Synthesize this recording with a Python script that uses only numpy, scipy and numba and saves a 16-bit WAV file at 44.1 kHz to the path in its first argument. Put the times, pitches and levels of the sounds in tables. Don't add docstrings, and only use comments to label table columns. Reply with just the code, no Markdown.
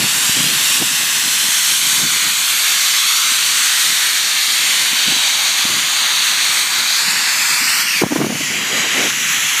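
import sys
import numpy as np
from scipy import signal
from scipy.fft import rfft, irfft, next_fast_len
from scipy.io import wavfile
from scipy.ndimage import uniform_filter1d, map_coordinates
from numba import njit

SR = 44100
rng = np.random.default_rng(int(sys.argv[2]) if len(sys.argv) > 2 else 0)


def attenuation_scalar(level_db):
    decades = np.asarray(level_db, float) / 20
    return 10 ** decades


def unload_audio(sound):
    columns = np.transpose(np.atleast_2d(sound))
    steps = np.round(np.clip(columns, -1, 1) * 32767)
    wavfile.write(sys.argv[1], SR, steps.astype(np.int16))


N = 423360


def columns(table):
    s, *values = np.transpose(table)
    return [np.interp(np.arange(N) / SR, s, v) for v in values]


def walk(rate):
    hold = int(SR / rate)
    steps = np.repeat(rng.standard_normal(N // hold + 1), hold)
    slewed = uniform_filter1d(uniform_filter1d(steps, hold), hold)
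    return 1.19 * slewed[:N]


def bands(colour, centres_hz):
    size = next_fast_len(N)
    octave = np.log2(np.maximum(np.arange(size // 2 + 1) * SR / size, 1))
    hz, db = np.transpose(colour)
    spectrum = rfft(rng.standard_normal(size)) * attenuation_scalar(np.interp(octave, np.log2(hz), db))
    spectrum /= np.std(irfft(spectrum, size))
    split = []
    for one in np.eye(len(centres_hz)):
        share = np.interp(octave, np.log2(centres_hz), one)
        split.append(irfft(spectrum * share, size)[:N])
    return split


def swells(rows, rise_db_s, fall_db_s):
    t = np.arange(N) / SR
    levels = []
    for s, held_s, db in rows:
        before = np.maximum(s - t, 0)
        after = np.maximum(t - s - held_s, 0)
        levels.append(db - rise_db_s * before - fall_db_s * after)
    return np.max(levels, axis=0)


# (frequency [Hz], relative density [dB per Hz])
JET_COLOUR = [(60, -66), (200, -25), (500, -23), (1100, -6), (1500, -2.5), (2200, -0.07), (3200, 0.0),
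              (4600, -1), (5100, -6), (5600, -3.5), (6500, -2.5), (8700, -7.5), (9800, -10.5),
              (12500, -13.5), (15200, -20.5)]
# (time [s], tilt [dB per octave])
JET_TILT = [(0.0, 1.74), (1.4, 2.5), (2.8, 1.5), (4.3, 1), (4.7, -0.06), (6.4, -0.5), (6.6, -0.15),
            (7.2, -0.44), (7.8, 0.8), (8.3, 0.4), (8.9, -1.8), (9.2, 0.6), (9.6, 0.7)]


def jets(flicker_db=0.93, surge_db=.5):
    tilt_db = columns(JET_TILT)[0]
    centres_hz = 500 * 2 ** np.arange(0, 5.1, .5)
    surge = surge_db * walk(25)
    out = 0
    for hz, band in zip(centres_hz, bands(JET_COLOUR, centres_hz)):
        octaves = np.log2(max(hz, 1000) / 4000)
        out = out + band * attenuation_scalar(tilt_db * octaves + surge + flicker_db * walk(9))
    return out


# (time [s], lag [microseconds], share [of direct sound])
CHEST_ECHO = [(0, 1212, .1), (.43, 1218, .17), (.66, 1085, .21), (.96, 1037, .03), (1.75, 911, .14),
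              (2.65, 915, .07), (3.26, 683, .1), (3.6, 650, .1), (3.95, 540, .12), (4.76, 545, .12),
              (5.37, 473, .08), (5.66, 465, 0), (6.75, 1300, 0), (6.88, 1250, .14), (7.15, 1050, .14),
              (7.4, 1170, .13), (7.65, 1200, .13), (7.85, 950, .12), (8.02, 1250, .15), (8.1, 1250, 0),
              (9.6, 1250, 0)]
# (time [s], lag [microseconds], share [of direct sound])
SHOULDER_ECHO = [(7.2, 790, 0), (7.35, 810, .1), (7.6, 830, .12), (7.7, 770, .18), (7.84, 660, .16),
                 (7.92, 720, .16), (8.02, 930, .15), (8.1, 950, 0)]
# (time [s], lag [microseconds], share [of direct sound])
FOREARM_ECHO = [(0.0, 387, 0.073), (1.3, 385, 0.05), (1.68, 441, -0.036), (2.49, 502, 0.0031),
                (3.94, 452, 0.083), (4.59, 445, 0.29), (5.3, 464, 0.11), (5.69, 422, 0.12),
                (6.3, 484, 0.16), (7.0, 453, 0.19), (7.07, 435, 0.23), (7.8, 386, 0.13), (8.1, 514, 0.01),
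                (8.41, 409, 0.25), (8.99, 412.2, 0.1), (9.18, 291, -0.02), (9.6, 281, 0.05)]
# (time [s], lag [microseconds], share [of direct sound])
PALM_ECHO = [(0.0, 464, -0.08), (1.38, 435, -0.183), (1.95, 401, -0.15), (2.26, 384, -0.043),
             (5.17, 450, -0.1), (5.65, 391, -0.13), (6.56, 380, -0.09), (6.83, 355, -0.117),
             (7.43, 300, -0.096), (7.75, 300, -0.456), (8.04, 259, -0.23), (8.28, 249.4, -0.31),
             (8.68, 213, -0.27), (9.24, 225, -0.5), (9.6, 226, -0.42)]
# (time [s], lag [microseconds], share [of direct sound])
CASE_ECHO = [(0.0, 242, 0.045), (2.2, 264, 0.012), (3.0, 232, 0.071), (4.65, 229, 0.19), (5.41, 227, 0.112),
             (6.38, 215, 0.15), (6.68, 224, 0.24), (7.24, 240, 0.057), (7.55, 167, -0.13),
             (7.58, 147, 0.17), (8.34, 149, 0.052), (8.5, 254, -0.16), (8.69, 292, 0.11),
             (9.06, 256, -0.089), (9.17, 532, 0.02), (9.25, 513, 0.1), (9.6, 494, 0.048)]
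# (time [s], lag [microseconds], share [of direct sound])
FINGER_ECHO = [(0.0, 107.3, 0.16), (2.69, 80, 0.11), (3.12, 63, -0.077), (3.39, 82, 0.11),
               (3.82, 139, -0.057), (4.27, 303, 0.044), (4.68, 300, 0.09), (6.28, 282, 0.17),
               (6.44, 222, -0.058), (6.78, 159, 0.033), (7.54, 146, 0.15), (7.58, 71, 0.12),
               (8.23, 74, 0.18), (8.49, 71, -0.02), (8.66, 160, 0.14), (9.19, 118, -0.16), (9.35, 67, 0.12),
               (9.6, 71, 0.17)]


def held(sound, fold_share=.1, fold_us=1300, sway_us=120):
    echoes = (CHEST_ECHO, SHOULDER_ECHO, FOREARM_ECHO, PALM_ECHO, CASE_ECHO, FINGER_ECHO)
    paths = [columns(echo) for echo in echoes]
    for spread in (.7, 1, 1.5):
        paths.append((fold_us * spread + sway_us * walk(2.5), fold_share * walk(3.03)))
    out = sound
    for lag_us, share in paths:
        place = np.arange(N) - lag_us * SR / 1e6
        out = out + share * map_coordinates(sound, [place], order=3, mode="mirror")
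    return out


@njit
def svf(x, hz, width_hz):
    y, b, l = np.empty(len(x)), 0., 0.
    for i in range(len(x)):
        g, k = np.tan(np.pi * hz[i] / SR), width_hz / hz[i]
        v = (b + g * (x[i] - l)) / (1 + g * (g + k))
        b, l, y[i] = 2 * v - b, l + 2 * g * v, k * v
    return y


# (time [s], mean centre [Hz], share removed [0-1])
HOLLOW = [(1.3, 5000, .1), (2.1, 5250, .45), (2.7, 4900, .45), (4.0, 4900, .5), (4.5, 5080, .75),
          (5.8, 5080, .78), (6.85, 4900, .65), (6.9, 4800, 0), (6.95, 3300, 0), (7.05, 3150, .7),
          (7.55, 2900, .75), (7.75, 3300, 0), (7.84, 2800, 0), (7.89, 2700, -1.3), (7.98, 2300, -1.1),
          (8.03, 2200, 0)]


def cupped(sound, width_hz=300., wander_hz=75.):
    hz, share = columns(HOLLOW)
    hz = hz + wander_hz * walk(5.3)
    for overtone in (1, 2):
        sound = sound - share * svf(sound, overtone * hz, overtone * width_hz)
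    return sound


# (time of deepest point [s], depth [dB])
DIPS = [(.8, 2), (1.2, 0.5), (1.76, 0.5), (2.33, 1), (3.15, 1), (3.38, 1.7), (4.0, 0.5), (4.78, 0.3),
        (5.32, 2), (5.64, 1.5), (6.26, 0.6), (6.65, 2.5), (6.82, 3), (7.19, 2), (7.55, 1), (7.84, 4.5),
        (8.04, 11.5), (8.19, 10), (8.27, 10), (8.45, 6.5), (8.6, 5), (8.86, 3), (9.12, 4)]


def dips(fall_s=0.029, recover_s=0.29):
    t = np.arange(N) / SR
    losses = []
    for s, db in DIPS:
        fall = np.clip((t - s) / fall_s + 1, 0, 1)
        recovery = np.exp(-np.maximum(t - s, 0) / recover_s)
        losses.append(db * fall * recovery)
    return np.max(losses, axis=0)


# (time [s], level [dB])
JET_LEVEL = [(0, -15), (.64, -14), (1.4, -15), (2.1, -15), (2.8, -14), (3.8, -13), (4.4, -15), (5.2, -14),
             (6.1, -14.5), (7.4, -13.5), (7.8, -14), (8.6, -16), (9.0, -15.5), (9.6, -15)]


def jet_level():
    return attenuation_scalar(columns(JET_LEVEL)[0] - dips())


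# (time of peak [s], peak level of the swing [dB], pitch at the peak [Hz], length [ms])
THUMPS = [(0.045, -22, 181, 14), (0.295, -18, 171, 7.7), (0.371, -22, 253, 11), (0.406, -16.5, 223, 11),
          (0.466, -21, 188, 14), (0.518, -24, 270, 15), (0.824, -16.5, 312, 16), (1.278, -29, 257, 11),
          (1.488, -26.5, 203, 10), (1.959, -34, 255, 35), (2.063, -31, 201, 27), (3.32, -32, 260, 16),
          (4.933, -23.5, 244, 9.1), (5.083, -21, 228, 15), (5.123, -22, 275, 8.5), (5.167, -27, 258, 10),
          (5.653, -21.5, 226, 13), (5.702, -27, 313, 13), (7.084, -26.5, 205, 19), (7.619, -30, 240, 35),
          (8.023, -7.5, 346, 15), (8.037, -3, 248, 5.8), (8.043, -8, 215, 4.6), (8.066, -14, 256, 10),
          (8.112, -16.5, 260, 16), (8.127, -10.5, 283, 20), (8.163, -8, 300, 12.7), (8.204, -9.5, 360, 5.3),
          (8.219, -9.5, 297, 22), (8.246, -10.5, 300, 12), (8.268, -15, 247, 11), (8.302, -14.5, 235, 16),
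          (8.327, -16, 229, 17), (8.356, -18, 230, 10), (8.41, -20, 290, 17)]


def thumps(rasp_db=-4, rasp_per_db=0.34, stretch=0.39):
    out = np.zeros(N)
    chance = rng.random((len(THUMPS), 2))
    rasp_colour = [(60, -30), (150, -4), (350, 0), (700, -3), (1500, -11), (3000, -28), (8000, -60)]
    rasp = sum(bands(rasp_colour, [100, 8000]))
    for (s, db, hz, length_ms), (turn, glide) in zip(THUMPS, chance):
        spread = stretch * length_ms / 1000
        reach = int(min(3 * spread, s) * SR)
        place = int(s * SR) + np.arange(-reach, reach)
        t = place / SR - s
        bend = 1 + 0.35 * (glide - .5) * t / spread
        swing = np.sin(2 * np.pi * (turn + hz * t * bend))
        tear = attenuation_scalar(rasp_db + rasp_per_db * db) * rasp[place]
        out[place] += attenuation_scalar(db) * np.exp(-(t / spread) ** 2) * (swing + tear)
    return out


# (frequency [Hz], relative density [dB per Hz])
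WIND_COLOUR = [(30, -48), (60, -28), (140, -2), (250, -2.5), (450, -12.5), (900, -16), (2500, -44),
               (6000, -70)]
# (time [s], rumble level [dB])
BREEZE = [(0, -39), (.9, -39), (1.6, -41.5), (2.2, -41.5), (2.35, -49), (3.4, -52.5), (4.4, -49),
          (4.6, -47), (7.0, -46), (7.95, -44), (8.4, -32.5), (9.08, -35), (9.13, -36), (9.6, -46)]
# (start of hold [s], held [s], rumble level [dB])
GUSTS = [(0, 0.044, -31), (.36, 0.16, -32), (.81, .02, -31.5), (1.93, 0.13, -36.5), (3.29, 0.035, -45.5),
         (3.85, 0.045, -43), (5.06, 0.067, -35.5), (5.65, 0.087, -37.5), (7.06, 0.17, -42.5),
         (7.6, .08, -40), (8.02, 0.032, -31), (8.19, 0.12, -23.5)]


def rumble(patchy_db=3.0, own_db=2.0, bright_per_db=-0.08):
    gusts_db = swells(GUSTS, rise_db_s=450, fall_db_s=128)
    rumble_db = np.maximum(columns(BREEZE)[0], gusts_db)
    centres_hz = 62.5 * 2 ** np.arange(6.)
    lumps = patchy_db * walk(35)
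    out = 0
    for hz, band in zip(centres_hz, bands(WIND_COLOUR, centres_hz)):
        octaves = max(np.log2(hz / 250), 0)
        colour_db = bright_per_db * (rumble_db + 26) * octaves
        out = out + band * attenuation_scalar(colour_db + own_db * walk(23))
    return out * attenuation_scalar(lumps + rumble_db)


# (start of hold [s], held [s], level [dB])
RUSTLES = [(8.73, 0.054, -26.5), (8.84, 0.022, -31), (8.96, 0.11, -25.5)]


def rustle(patchy_db=1.5):
    colour = [(150, -36), (220, 2.5), (450, 0), (720, -2), (1000, -11), (2500, -40)]
    brush = sum(bands(colour, [150, 2500]))
    level_db = swells(RUSTLES, rise_db_s=250, fall_db_s=600)
    return brush * attenuation_scalar(level_db + patchy_db * walk(50))


def scene():
    hiss = cupped(held(jets())) * jet_level()
    return np.tile(hiss + thumps() + rumble() + rustle(), (2, 1))


def roll_off(x):
    return signal.sosfilt(signal.butter(12, 16400, fs=SR, output="sos"), x)


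def record(dry):
    rounded = np.tanh(0.82 * dry) / 0.79
    low_cut = signal.butter(4, 62, "high", fs=SR, output="sos")
    top_cut = signal.ellip(10, .2, 90, 15300, fs=SR, output="sos")
    mix = signal.sosfilt(top_cut, signal.sosfilt(low_cut, rounded))
    return roll_off(mix)


dry = scene()
out = record(dry)
unload_audio(out)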